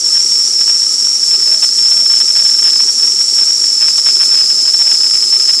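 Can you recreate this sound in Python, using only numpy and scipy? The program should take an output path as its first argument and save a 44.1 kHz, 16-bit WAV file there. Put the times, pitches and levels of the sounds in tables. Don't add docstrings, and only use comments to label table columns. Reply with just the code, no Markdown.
import sys
import numpy as np
from scipy import signal
from scipy.fft import rfft, irfft, next_fast_len
from scipy.io import wavfile
from scipy.ndimage import uniform_filter1d

SR = 44100
rng = np.random.default_rng(int(sys.argv[2]) if len(sys.argv) > 2 else 0)


def volts_from_db(level):
    exponent = np.asarray(level, float) / 20
    return 10 ** exponent


def unload_audio(sound):
    columns = np.transpose(np.atleast_2d(sound))
    steps = np.round(np.clip(columns, -1, 1) * 32767)
    wavfile.write(sys.argv[1], SR, steps.astype(np.int16))


N = 246959

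# (time [s], pitch [Hz], steam pressure [dB])
WHISTLE_COURSE = [(0.0, 5574, -2), (0.43, 5566, -2.5), (0.62, 5468, 0.5), (0.78, 5552, -1),
                  (1.24, 5580, -3), (1.29, 5390, 0), (2.18, 5421, -3), (2.33, 5326, 1.5), (2.62, 5380, 1.5),
                  (2.72, 5280, 0), (2.85, 5520, 0.5), (3.55, 5433, -1.5), (3.85, 5334, 1),
                  (3.97, 5392, 2.5), (4.5, 5189, 2.5), (4.75, 5293, 1.5), (5.1, 5245, 2), (5.6, 5190, 0)]


def rms_one(x):
    return x / np.sqrt(np.mean(np.abs(x) ** 2) + 1e-20)


def in_time(rows):
    times, *columns = np.transpose(rows)
    return [np.interp(np.arange(N) / SR, times, column) for column in columns]


def wander(rate_hz, channels=1):
    r = np.exp(-2 * np.pi * rate_hz / SR)
    noise = rng.standard_normal((channels, N + SR))
    slow = signal.lfilter([1], [1, -2 * r, r * r], noise)
    return rms_one(slow[:, SR:])


def coloured(spectrum):
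    hz = np.arange(1, N // 2 + 2) * SR / N
    points = np.array(spectrum)
    gain_db = np.interp(np.log(hz), np.log(points[:, 0]), points[:, 1], right=-90)
    return rms_one(irfft(rfft(rng.standard_normal(N)) * volts_from_db(gain_db), N))


def resonance(x, hz, width_hz):
    r = np.exp(-np.pi * width_hz / SR)
    turn = 2 * np.pi * hz / SR
    return signal.lfilter([1 - r * r, 0, r * r - 1], [2, -4 * r * np.cos(turn), 2 * r * r], x)


def hollow_tone():
    # (start [s], length [s], first pitch [Hz], last pitch [Hz], level [dB rms])
    soundings = [
        (0, 0.55, 584, 543, -51.5),
        (1.46, 0.13, 585, 638, -42),
        (1.891, .16, 625, 605, -43.5),
        (2.31, 0.14, 600, 617, -45),
        (3.251, 0.48, 630, 620, -53),
        (4.224, .33, 640, 601, -49.5),
        (4.56, .36, 610, 625, -48),
    ]
    arch_hz, attack_s, sag_db_per_s = 30, 0.013, 9
    t = np.arange(N) / SR
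    out = np.zeros(N)
    waver, flicker = wander(rate_hz=14.7, channels=2)
    for start, length, first_hz, last_hz, level_db in soundings:
        done = np.clip((t - start) / length, 0, 1)
        arch = arch_hz * (start > 0) * np.sin(np.pi * done)
        pitch_hz = first_hz + (last_hz - first_hz) * done + arch + 4 * waver
        tone = np.sqrt(2) * np.sin(2 * np.pi * np.cumsum(pitch_hz) / SR)
        fade = np.clip(np.minimum(t - start, start + length - t) / attack_s, 0, 1)
        out += fade * volts_from_db(level_db - sag_db_per_s * length * done + 2.9 * flicker) * tone
    return out


def glass_kettle():
    # (frequency [Hz], width [Hz], level [dB rms])
    vessel = [
        (239, 78, -49.5),
        (377.3, 79, -46.5),
        (1274, 63, -49.5),
    ]
    # (frequency [Hz], level [dB per Hz])
    rumble_spectrum = [(20, -22), (80, -5), (150, -13), (220, 3), (370, 8.5), (510, 1.5), (1000, 0.5),
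                       (2000, 1), (4000, 5.5), (5200, -19)]
    bubbles_per_s = 350 * volts_from_db(4.0 * wander(rate_hz=8)[0])
    born = rng.random(N) < bubbles_per_s / SR
    size_db = 3.0 * np.minimum(rng.exponential(1, N), 4)
    bursts = born * volts_from_db(size_db) * rng.choice([-1, 1], N)
    drive = rms_one(bursts) + 0.48 * rng.standard_normal(N)
    rings = np.zeros(N)
    for hz, width_hz, level_db in vessel:
        once = resonance(drive, hz, 0.86 * width_hz)
        twice = resonance(once, hz, 0.86 * width_hz)
        rings += volts_from_db(level_db) * rms_one(twice)
    rumble_db = -38.5 + 0.5 * wander(rate_hz=11.4)[0]
    return rings + volts_from_db(rumble_db) * coloured(rumble_spectrum)


def bells(rows):
    t = np.arange(N) / SR
    return sum(db * 2. ** -(2 * (t - middle) / length) ** 2 for middle, length, db in rows)


def pressure_db():
    # (middle [s], length [s], gain [dB])
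    puffs = [(0.163, 0.023, 6), (0.21, 0.02, 7.5), (0.352, 0.022, 5), (0.538, 0.019, 3.8),
             (0.614, 0.023, 3.5), (0.689, 0.023, 7), (0.94, 0.017, 3.5), (1.07, 0.022, 5.9),
             (1.34, 0.018, 1.5), (1.406, 0.022, 4.5), (1.634, 0.035, 8.5), (1.991, 0.024, 6),
             (2.125, 0.022, 11), (2.199, 0.025, 7.5), (2.365, 0.022, 5.0), (2.625, 0.021, 5.5),
             (2.674, 0.025, 7.5), (2.724, 0.017, 7), (2.808, 0.018, 4), (3.194, 0.022, 3),
             (3.399, 0.036, 6), (3.5, 0.02, 5.5), (3.819, 0.023, 7), (3.888, 0.041, 6.5),
             (3.978, 0.019, 5.5), (4.077, 0.028, 5.5), (4.229, 0.03, 7.5), (4.342, 0.013, 8),
             (4.9, 0.078, 5.0), (5.501, 0.021, 7.5)]
    # (middle [s], length [s], loss [dB])
    lulls = [(1.201, 0.039, 6), (1.374, 0.025, 11), (1.591, 0.029, 11), (1.763, 0.04, 6.5),
             (2.316, 0.021, 8), (2.44, 0.019, 8), (2.551, 0.037, 6.5), (2.935, 0.031, 6), (3.003, 0.016, 1),
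             (3.139, 0.042, 2.5), (3.263, 0.033, 9), (3.742, 0.042, 6.5), (3.939, 0.039, 8.5),
             (4.029, 0.023, 11), (4.269, 0.027, 10), (4.726, 0.037, 7), (4.967, 0.019, 4.5),
             (5.29, 0.056, 10)]
    return in_time(WHISTLE_COURSE)[1] + bells(puffs) - bells(lulls)


def spout():
    # (frequency [Hz], level [dB per Hz])
    jet_spectrum = [(2500, -33.5), (3800, -15), (4700, 5.5), (5400, 8), (6400, 5), (7400, 7), (8400, -6),
                    (9300, -6), (10700, -12), (12000, -21.5), (12900, -26), (13600, -27), (14600, -30),
                    (15600, -14)]
    whistle_db = -14.5 + 0.4 * pressure_db()
    hiss_db = -19 + 0.96 * wander(rate_hz=17)[0]
    pitch_hz = in_time(WHISTLE_COURSE)[0] + 75 * wander(rate_hz=18)[0]
    real, imaginary = wander(rate_hz=173, channels=2)
    envelope = rms_one(0.5 + real + 1j * imaginary)
    spin = np.exp(2j * np.pi * np.cumsum(pitch_hz) / SR)
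    tone = np.sqrt(2) * np.real(envelope * spin)
    return volts_from_db(whistle_db) * tone + volts_from_db(hiss_db) * coloured(jet_spectrum)


def surfaces(x):
    # (delay [ms], gain [ratio])
    echoes = [(1.029, -0.1), (1.301, 0.13), (1.421, -0.07), (1.564, -0.16), (1.86, -0.09), (2.9, -0.13),
              (3.844, 0.16), (4.1, -0.12), (4.3, 0.09), (4.551, -0.1), (5.502, -0.07), (5.837, -0.09),
              (6.126, 0.07), (6.311, 0.09), (6.414, -0.09), (6.889, 0.08), (7.074, 0.1), (7.627, 0.07),
              (8.107, -0.09), (8.546, 0.05)]
    # (frequency [Hz], width [Hz], boost [dB])
    body_rings = [(4535, 59, 7), (4956, 64, -6), (5135, 50, -5), (5232, 45, -2), (5375, 50, 1),
                  (5515, 60, -4), (6260, 15, -13), (6435, 49, 8), (6925, 34, -5), (7376, 120, -10),
                  (7767, 120, -2), (8695, 81, 8), (9144, 20, -3), (10650, 80, -1), (12250, 90, 0)]
    # (frequency [Hz], width [Hz], depth [0-1])
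    notches = [(4497, 150, .79), (4682, 150, .59), (4854, 55, .32), (5023, 20, .3), (5297, 40, .45),
               (5455, 30, .4), (5865, 150, .28), (6149, 150, .56), (6428, 150, .8), (6532, 142, .6),
               (6915, 150, .44), (7126, 33, .46), (7925, 22, .15), (8708, 150, .74)]
    response = np.zeros(SR // 10)
    response[0] = 1
    for delay_ms, gain in echoes:
        response += 0.8 * gain * np.sinc(np.arange(len(response)) - delay_ms * SR / 1000)
    response = response + sum(volts_from_db(boost_db) * resonance(response, hz, width_hz)
                              for hz, width_hz, boost_db in body_rings)
    for hz, width_hz, depth in notches:
        response = response - depth * resonance(response, hz, width_hz)
    return signal.fftconvolve(x, response)[:N]


def scene():
    whistle = surfaces(spout())
    return (whistle + glass_kettle() + hollow_tone())[None]


def limit(x, top):
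    knee = 11.6
    drive = np.abs(signal.hilbert(x, next_fast_len(N)))[:, :N] / top
    return x / (1 + drive ** knee) ** (1 / knee), drive


def overload(x):
    # (frequency [Hz], level [dB per Hz])
    rasp_spectrum = [(30, -29), (300, 3), (600, 11.5), (1500, 19.5), (2200, 16.5), (3200, 18.5), (4200, 6),
                     (7400, 22), (9000, 11), (11000, 6), (13000, -27), (15500, 1)]
    x, drive = limit(x, top=0.75)
    excess = np.clip(uniform_filter1d(drive, size=20) - 0.8, 0, 1.0) ** 0.31
    rasp_db = -32.5 + 0.71 * pressure_db()
    x = x + volts_from_db(rasp_db) * rms_one(excess) * coloured(rasp_spectrum)
    return limit(x, top=0.78)[0]


def dropouts(x):
    # (middle [s], length [s], depth [dB])
    losses = [
        (4.146, .007, -22),
        (5.124, .006, -20),
    ]
    t = np.arange(N) / SR
    whistle_band = signal.butter(4, [3600, 11500], "band", fs=SR, output="sos")
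    kept = signal.sosfiltfilt(whistle_band, x)
    dip_db = sum(depth_db * np.exp(-((t - middle) / length) ** 4) for middle, length, depth_db in losses)
    return kept + (x - kept) * volts_from_db(dip_db)


def top_cut(x):
    return signal.sosfilt(signal.butter(12, 15110, fs=SR, output="sos"), x)


def record(dry):
    x = overload(dry)
    x = signal.sosfilt(signal.butter(1, 90, "high", fs=SR, output="sos"), x)
    return top_cut(dropouts(x))


dry = scene()
out = record(dry)
unload_audio(out)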